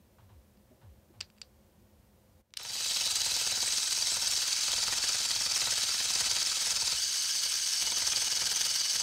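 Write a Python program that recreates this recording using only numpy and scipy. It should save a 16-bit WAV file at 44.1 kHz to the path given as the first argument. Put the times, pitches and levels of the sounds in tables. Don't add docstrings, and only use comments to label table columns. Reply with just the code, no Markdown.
import sys
import numpy as np
from scipy import signal
from scipy.fft import rfft, irfft
from scipy.io import wavfile
from scipy.ndimage import uniform_filter1d

SR = 44100
rng = np.random.default_rng(int(sys.argv[2]) if len(sys.argv) > 2 else 0)


def log_audio(samples):
    frames = np.atleast_2d(samples).T
    limited = np.clip(frames, -1, 1)
    pcm = np.round(limited * 32767).astype(np.int16)
    wavfile.write(sys.argv[1], SR, pcm)


def elevation(decibels):
    levels = np.asarray(decibels, float)
    return 10 ** (levels / 20)


N = 397782

SCRAPE_DB = -31

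LAP_S = [2.598, 2.964, 3.412, 3.733, 4.119, 4.634, 4.927, 5.203, 5.722, 6.002, 6.472, 6.766, 7.088, 7.346,
         7.579, 7.873, 8.272, 9.003]
LAP_COUNT = [0, 7, 16, 22, 30, 40, 46, 51, 61, 66, 75, 81, 87, 92, 96, 102, 110, 125]
# (time [s], jolt [dB], knock over jolt [dB], scrape swing per turn [dB])
HAND = [(2.6, -50, 8, -1), (2.93, -47.5, 14.5, 1), (3.1, -45, 1, 5.5), (3.42, -42, 4, 2),
        (3.68, -43, 8, 3.5), (3.8, -53.5, 16.5, 4), (4.13, -43.5, 8.5, 1.5), (4.42, -45.5, 8.5, 3.5),
        (4.92, -39, 7.5, 3.5), (5.22, -46.5, 11.5, 2.5), (5.7, -39.5, 8, 4), (5.93, -50.5, 15, 1.5),
        (6.24, -40, 7, 5), (6.5, -50, 14, 1.5), (6.78, -42, 2, 5.5), (7.85, -45, 13, 3), (8.4, -44, 9, 5),
        (9.05, -46, 11.5, 4.5)]
# (start [s], end [s], jolt loss [dB], knock loss [dB], swing loss [dB])
CLEAR = [
    (4.45, 4.66, 7.5, 4, 0.5),
    (6.95, 7.37, 16, 12, 6),
    (7.37, 7.43, 18, 19, 6.5),
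    (7.43, 7.49, 1, 8, 3.5),
    (7.49, 7.81, 16, 14, 3),
    (8.73, 8.93, 10, 7, 1.5),
]


def turns():
    lap = np.arange(LAP_COUNT[-1] + 1)
    luck = np.minimum(rng.standard_normal((len(lap), 5)).T, 1.1)
    s = np.interp(lap, LAP_COUNT, LAP_S)
    when, *columns = np.transpose(HAND)
    jolt_db, over_db, swing_db = (np.interp(s, when, column) for column in columns)
    lost = sum(((s > start) & (s < end)) * np.c_[loss] for start, end, *loss in CLEAR)
    jolt_lost_db, knock_lost_db, swing_lost_db = lost

    spin_up_db, spin_up_s = -14.5, 0.13
    scrape_db = SCRAPE_DB + spin_up_db * np.exp(-(s - s[0]) / spin_up_s)
    swing_db = swing_db - swing_lost_db
    wall_share = 0.45
    luck_s, luck_jolt_db, luck_knock_db, luck_scrape_db = 0.0015, 2.5, 2, 0.76
    return np.c_[s + luck_s * luck[0],
                 jolt_db - jolt_lost_db + luck_jolt_db * luck[1],
                 jolt_db + over_db - knock_lost_db + luck_knock_db * luck[2],
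                 scrape_db + wall_share * swing_db + 0.5 * luck_scrape_db * luck[3],
                 scrape_db - (1 - wall_share) * swing_db + luck_scrape_db * luck[4]]


def light_strikes(laps):
    chance, where, late, size = rng.random((len(laps), 4)).T
    reach_s = np.where(where < 0.4, 0.008, 0.05)
    s = laps[:, 0] + reach_s * late
    spread_db = 2.5 * np.sqrt(12) * (size - 0.5)
    db = -20 + laps[:, 3] - SCRAPE_DB - 2.0 + spread_db
    return list(np.c_[s, db][(chance < 0.6) & (s < N / SR)])


# (time [s], peak [dB])
STRIKES = [(3.1546, -17), (3.168, -19), (3.3658, -14), (3.9741, -17), (4.072, -17), (4.122, -14),
           (4.375, -15), (4.7181, -14), (4.838, -12), (4.9394, -16), (5.0289, -15), (5.5774, -13),
           (5.7386, -16), (6.103, -17), (6.1366, -19), (6.1554, -16), (6.3661, -16), (6.707, -12),
           (6.7715, -17), (7.047, -17), (7.222, -17), (7.4362, -15), (7.5218, -17), (7.735, -12),
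           (7.8763, -16), (8.0689, -15), (8.161, -11), (8.4561, -13), (8.4632, -16), (8.561, -12)]
# (frequency [Hz], width [Hz], level in grip 1, 2, 3, 4 [dB])
BOWL = [(1346, 190, -15.5, -18, -15, -24), (1604, 160, -17, -15, -15, -12.5),
        (2204, 210, -13, -15.5, -17, -16), (2610, 125, -6.5, -9.5, -8, -19),
        (2971, 70, -5.5, -9.5, -9.5, -1.5), (3263, 160, -7, -9.5, -8.5, -9), (3990, 300, 1, -2, -5, -12),
        (4430, 140, -11, -7, -4, -7), (4680, 210, 2, 1, -1, 0), (5344, 194, -1, 1, 0.5, 0),
        (6190, 530, -1.5, -1, -2.5, 0.5), (6720, 250, -4.5, -6.5, -7.5, -10),
        (7180, 260, -5.5, -6, -7, -21), (7976, 260, -4.5, -4, -5.5, -7.5), (8640, 300, -6, -6.5, -8, -8),
        (10140, 230, -13, -15, -17, -16), (11940, 550, -16, -17, -21, -19),
        (14700, 860, -25, -27, -31, -27)]
GRIP_S = [2.57, 3.55, 4.45, 6.97, 9.1]
# (frequency [Hz], level [dB])
BETWEEN = [(100, -54), (940, -22.5), (2400, -16), (5000, -5.5), (7500, -16.5), (9000, -14), (11000, -25),
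           (16000, -31)]
GRIP_DAMP_DB = [1, 1, 0.5, -1]


def scrape(laps, count=24):
    s, _, _, wall_db, free_db = laps.T
    t = np.arange(N) / SR
    times = np.c_[s - 0.004, s + 0.005, s + 0.016].ravel()
    levels_db = np.c_[wall_db + 0.7, wall_db + 0.7, free_db - 1.2].ravel()
    press_db = np.interp(t, np.r_[2.58, times], np.r_[-62, levels_db])

    struck = rng.random(N) < 5000 / SR
    tick_size = elevation(2.4 * np.minimum(rng.exponential(1, N), 3))
    ticks = struck * tick_size * rng.choice([-1, 1], N)
    clumps = uniform_filter1d(rng.standard_normal(N), size=150)
    chatter = elevation(1.85 * evened(clumps))
    hiss = 0.85 * rng.standard_normal(N)
    drive = evened(evened(ticks) * chatter + hiss) * elevation(press_db)
    for when, db in STRIKES + light_strikes(laps):
        add(drive, when, elevation([db + 6.5]))

    path = np.repeat(rng.integers(0, count, N // 1536 + 1), 1536)[:N]
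    hop = np.repeat(rng.integers(0, count // 4, N // 64 + 1), 64)[:N]
    spot_of = (path + hop) % count

    base = elevation(read(BETWEEN, np.fft.rfftfreq(4096, 1 / SR))) ** 2
    out = np.zeros(N)
    for grip, (start, end) in enumerate(zip(GRIP_S, GRIP_S[1:])):
        held = slice(round(start * SR), round(end * SR))
        peaks = [(hz, width, db[grip]) for hz, width, *db in BOWL]
        damped = base * elevation(2 * GRIP_DAMP_DB[grip])
        spots = rng.standard_normal((count, 300))
        for k, spot in enumerate(spots - spots.mean(axis=0)):
            answer = signal.fftconvolve(body(peaks, spot, damped), smear(spot[40:240], 0.005))
            here = drive[held] * (spot_of[held] == k)
            add(out, start, signal.oaconvolve(here, answer / np.linalg.norm(answer)))
    return out


# (frequency [Hz], level [dB], t60 [s])
KNOCK = [(1345, -5.5, 0.013), (1620, -4.5, 0.0071), (1944, 3.5, 0.015), (2400, 9, 0.0096), (3010, 8, 0.011),
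         (3460, 4, 0.0096)]
# (frequency [Hz], level [dB], t60 [s])
THUD = [(45.6, -17, 0.068), (57.7, -7.5, 0.29), (114, 0, 0.063), (205, -10.5, 0.061), (490, 1, 0.07),
        (724, -5, 0.099), (943, 6, 0.048)]


def knocks(laps):
    out, push = np.zeros(N), signal.windows.hann(24)
    jolt = signal.fftconvolve(push, ring(THUD, size=6000, lag=0.0698))
    for (s, thud_db, knock_db, *_), luck in zip(laps, rng.standard_normal((len(laps), 400))):
        modes = [(hz * (1 + 0.04 * a), db + 5 * b, t60)
                 for (hz, db, t60), a, b in zip(KNOCK, luck[300:], luck[350:])]
        wall = ring(modes, size=1000)
        slap = signal.fftconvolve(smear(luck, 0.022), wall / np.linalg.norm(wall))
        add(out, s - 0.001, elevation(knock_db + 19.5) * slap)
        second_s = 0.011 * (1 + 0.25 * luck[-1])
        second_db = -6 + 3.1 * luck[-2]
        add(out, s + second_s, elevation(knock_db + 19 + second_db) * slap)
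        thud = signal.oaconvolve(jolt, smear(luck[::-1], 0.007)) / np.linalg.norm(jolt)
        add(out, s - 0.002, elevation(thud_db + 22.0) * thud)
    return out


# (frequency [Hz], level [dB])
SLOSH = [(28, -30), (60, -0.5), (140, -7), (205, -3.5), (330, -18), (500, -6), (700, -1), (960, 1.5),
         (1100, -11), (1500, 1), (4000, -35)]


def slosh(laps):
    s, thud_db = laps.T[:2]
    t = np.arange(N) / SR
    white = rfft(rng.standard_normal(N))
    wash = irfft(white * elevation(read(SLOSH, np.fft.rfftfreq(N, 1 / SR))), N)
    hits_db = uniform_filter1d(thud_db + 48, size=3)
    force_db = np.interp(t, np.r_[2.57, s], np.r_[-50, hits_db])
    turn = np.interp(t, s, np.arange(len(s))) % 1
    return evened(wash) * elevation(-52 + 0.85 * force_db - 10.5 * turn)


# (time [s], peak [dB])
DRY_WIRES = [(2.632, -36), (2.641, -46), (2.665, -44), (2.694, -40), (2.719, -38), (2.733, -38),
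             (2.745, -41), (2.806, -40), (2.861, -40)]
# (frequency [Hz], width [Hz], level [dB])
WIRE = [(10300, 900, -8), (12100, 900, 2), (14700, 1100, -1)]


def spin_up():
    return clicks(DRY_WIRES, WIRE, 0.008)


# (time [s], peak [dB])
TRAVEL = [
    (2.506, -62),
    (2.5384, -34),
]
# (frequency [Hz], width [Hz], level [dB])
CASING = [(1200, 900, -13), (2400, 1000, -3), (3700, 1000, 0), (5600, 1500, -2), (8000, 2500, -12),
          (12500, 2500, -22)]
# (time [s], peak [dB])
SWITCH = [
    (2.561, -60),
    (2.5678, -45),
    (2.5703, -25),
    (2.5726, -19.5),
    (2.5743, -25),
]
# (frequency [Hz], width [Hz], level [dB])
BUTTON = [(1500, 1100, -23), (3060, 830, -6.5), (3900, 810, -2), (4870, 600, 1), (6400, 900, -10),
          (8250, 1300, -13), (9800, 2100, -12), (14000, 2500, -26)]


def switch():
    return clicks(TRAVEL, CASING, 0.01) + clicks(SWITCH, BUTTON, 0.009)


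# (time [s], peak [dB])
SHELL = [
    (1.2058, -26),
    (1.2099, -22),
    (1.2285, -47),
    (1.4158, -28.5),
]
# (frequency [Hz], width [Hz], level [dB])
POT = [(1500, 1000, -17.5), (2720, 550, -6), (3580, 900, -14), (4770, 250, 2.5), (5500, 370, -6),
       (7600, 650, -9), (14300, 600, -42)]
# (time [s], peak [dB])
ROCK = [
    (.5725, -61),
    (1.3012, -49),
    (1.3665, -60),
    (1.3775, -58),
    (1.383, -51),
]
# (frequency [Hz], width [Hz], level [dB])
EGG = [(1800, 900, -8), (2750, 600, 0), (4750, 300, 0), (7700, 700, -11)]


def egg_in_pot():
    far_pot = [(hz, width + 900, db) for hz, width, db in POT]
    near = clicks(SHELL, POT, 0.0097) + clicks(ROCK, EGG, 0.013)
    return near + tail(clicks(SHELL, far_pot, 0.004), 0.12, -11.5)


# (time [s], boom [dB], start [Hz], end [Hz], slap [dB])
STEPS = [
    (.185, -56, 133.5, 69, -63),
    (0.291, -52, 123, 54.7, -64.5),
    (.815, -50.5, 134, 55, -63),
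    (1.139, -54, 128, 65, -67),
]
# (time [s], level [dB], frequency [Hz], t60 [s])
BUMPS = [
    (.57, -56, 205, 0.25),
    (.705, -52, 251, 0.14),
    (.71, -55, 380, 0.091),
    (.71, -58, 624, 0.16),
    (1.1, -49, 337, 0.061),
]
# (frequency [Hz], width [Hz], level [dB])
SLAP = [(900, 360, 2), (1500, 700, -9), (3000, 1800, -13)]


def footfalls():
    out, t = np.zeros(N), np.arange(6000) / SR
    for s, boom_db, start_hz, end_hz, slap_db in STEPS:
        hz = np.interp(t, [0, 0.12], [start_hz, end_hz])
        boom = np.sin(2 * np.pi * np.cumsum(hz) / SR) * signal.windows.tukey(len(t), 0.6)
        add(out, s, elevation(boom_db) * boom)
        dull = body(SLAP, np.zeros(len(SLAP)))
        slap = signal.fftconvolve(rng.standard_normal(len(t)), dull)[:len(t)]
        add(out, s, elevation(slap_db - 60 * t / 0.3) * evened(slap))
    for s, db, hz, t60 in BUMPS:
        add(out, s, ring([(hz, db, t60)], size=6000) * np.minimum(t / 0.0065, 1))
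    return out


# (frequency [Hz], level per Hz [dB])
ROOM = [(12, -59), (20, -28), (70, 1), (177, -13.5), (210, -9), (277, -19), (357, -14), (446, -21),
        (513, -18.5), (660, -20.5), (1000, -24.5), (1220, -28.5), (3440, -33), (13500, -36), (16000, -36)]
# (frequency [Hz], width [Hz], level [dB])
ROOM_LINES = [
    (207.7, 7.3, -78),
    (530, 33, -82.5),
]
# (time [s], level [dB])
CUT = [
    (0, 0.5),
    (2.41, 0.5),
    (2.425, -12),
    (2.53, -9),
    (2.6, -4.5),
    (9.1, -5.5),
]


def room():
    hz, t = np.fft.rfftfreq(N, 1 / SR), np.arange(N) / SR
    white = rfft(rng.standard_normal(N))
    floor = elevation(-63.5) * evened(irfft(white * elevation(read(ROOM, hz)), N))
    hums = np.zeros(N)
    for line_hz, width_hz, db in ROOM_LINES:
        hums += elevation(db) * evened(irfft(white / (1 + ((hz - line_hz) / width_hz) ** 2), N))
    whine = elevation(-82) * np.sin(2 * np.pi * 13902 * t)
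    return (floor + hums + whine) * elevation(np.interp(t, *np.transpose(CUT)))


def clicks(events, peaks, contact_t60):
    out = np.zeros(N)
    for (s, db), luck in zip(events, rng.standard_normal((len(events), 200))):
        sound = signal.fftconvolve(body(peaks, 0.5 * luck), smear(np.r_[3., luck], contact_t60))
        add(out, s, elevation(db) * sound / abs(sound).max())
    return out


def body(peaks, spot, base=0.):
    hz = np.fft.rfftfreq(4096, 1 / SR)
    for (peak_hz, width_hz, db), weight, shift in zip(peaks, spot, spot[::-1]):
        offset = 2 * (hz - peak_hz * (1 + 0.0067 * shift)) / width_hz
        base = base + elevation(db + 3.8 * weight) ** 2 / (1 + offset ** 2) ** 1.28
    return causal(np.sqrt(base))


def causal(gain):
    log = np.log(np.r_[gain, gain[-2:0:-1]] + 1e-5)
    return np.fft.ifft(np.exp(log - 1j * signal.hilbert(log).imag)).real[:2048]


def rattle(noise, t60):
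    run = noise * elevation(-60 * np.arange(len(noise)) / SR / t60)
    return run / np.linalg.norm(run)


def smear(noise, t60):
    spectrum = rfft(rattle(noise, t60), 512)
    return irfft(spectrum / abs(spectrum)) * np.hanning(1024)[512:]


def ring(modes, size=4000, lag=0.):
    out = np.zeros(size)
    for hz, db, t60 in modes:
        t = np.maximum(np.arange(size) / SR - lag / np.sqrt(hz), 0)
        out += elevation(db - 60 * t / t60) * np.sin(2 * np.pi * hz * t)
    return out


def tail(x, t60, db, delay_s=0.004):
    t = np.arange(8000) / SR
    taps = rng.standard_normal(len(t)) * elevation(-60 * t / t60) * (t > delay_s)
    taps = uniform_filter1d(taps, size=5)
    return elevation(db) * signal.oaconvolve(x, taps / np.linalg.norm(taps))[:N]


def evened(x):
    return x / np.sqrt(np.mean(x ** 2) + 1e-20)


def read(points, hz):
    f, value = np.transpose(points)
    return np.interp(np.log(hz + 1), np.log(f + 1), value)


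def add(mix, s, sound):
    part = mix[round(s * SR):][:len(sound)]
    part += sound[:len(part)]


def scene():
    laps = turns()
    whisk = scrape(laps) + knocks(laps) + spin_up() + switch()
    near = whisk + tail(whisk, 0.13, -18) + slosh(laps) + egg_in_pot()
    return (near + footfalls() + room())[None]


def band_limit(x):
    return signal.sosfilt(signal.butter(12, 16940, fs=SR, output="sos"), x)


def record(dry):
    knee = 0.3
    limited = knee * np.tanh(dry / knee)
    low_cut = signal.butter(3, 32, "high", fs=SR, output="sos")
    edge = signal.firwin(1023, 15780, window=("kaiser", 7), fs=SR)
    mix = signal.oaconvolve(signal.sosfilt(low_cut, limited), edge[None], "same")
    return band_limit(mix)


dry = scene()
out = record(dry)
log_audio(out)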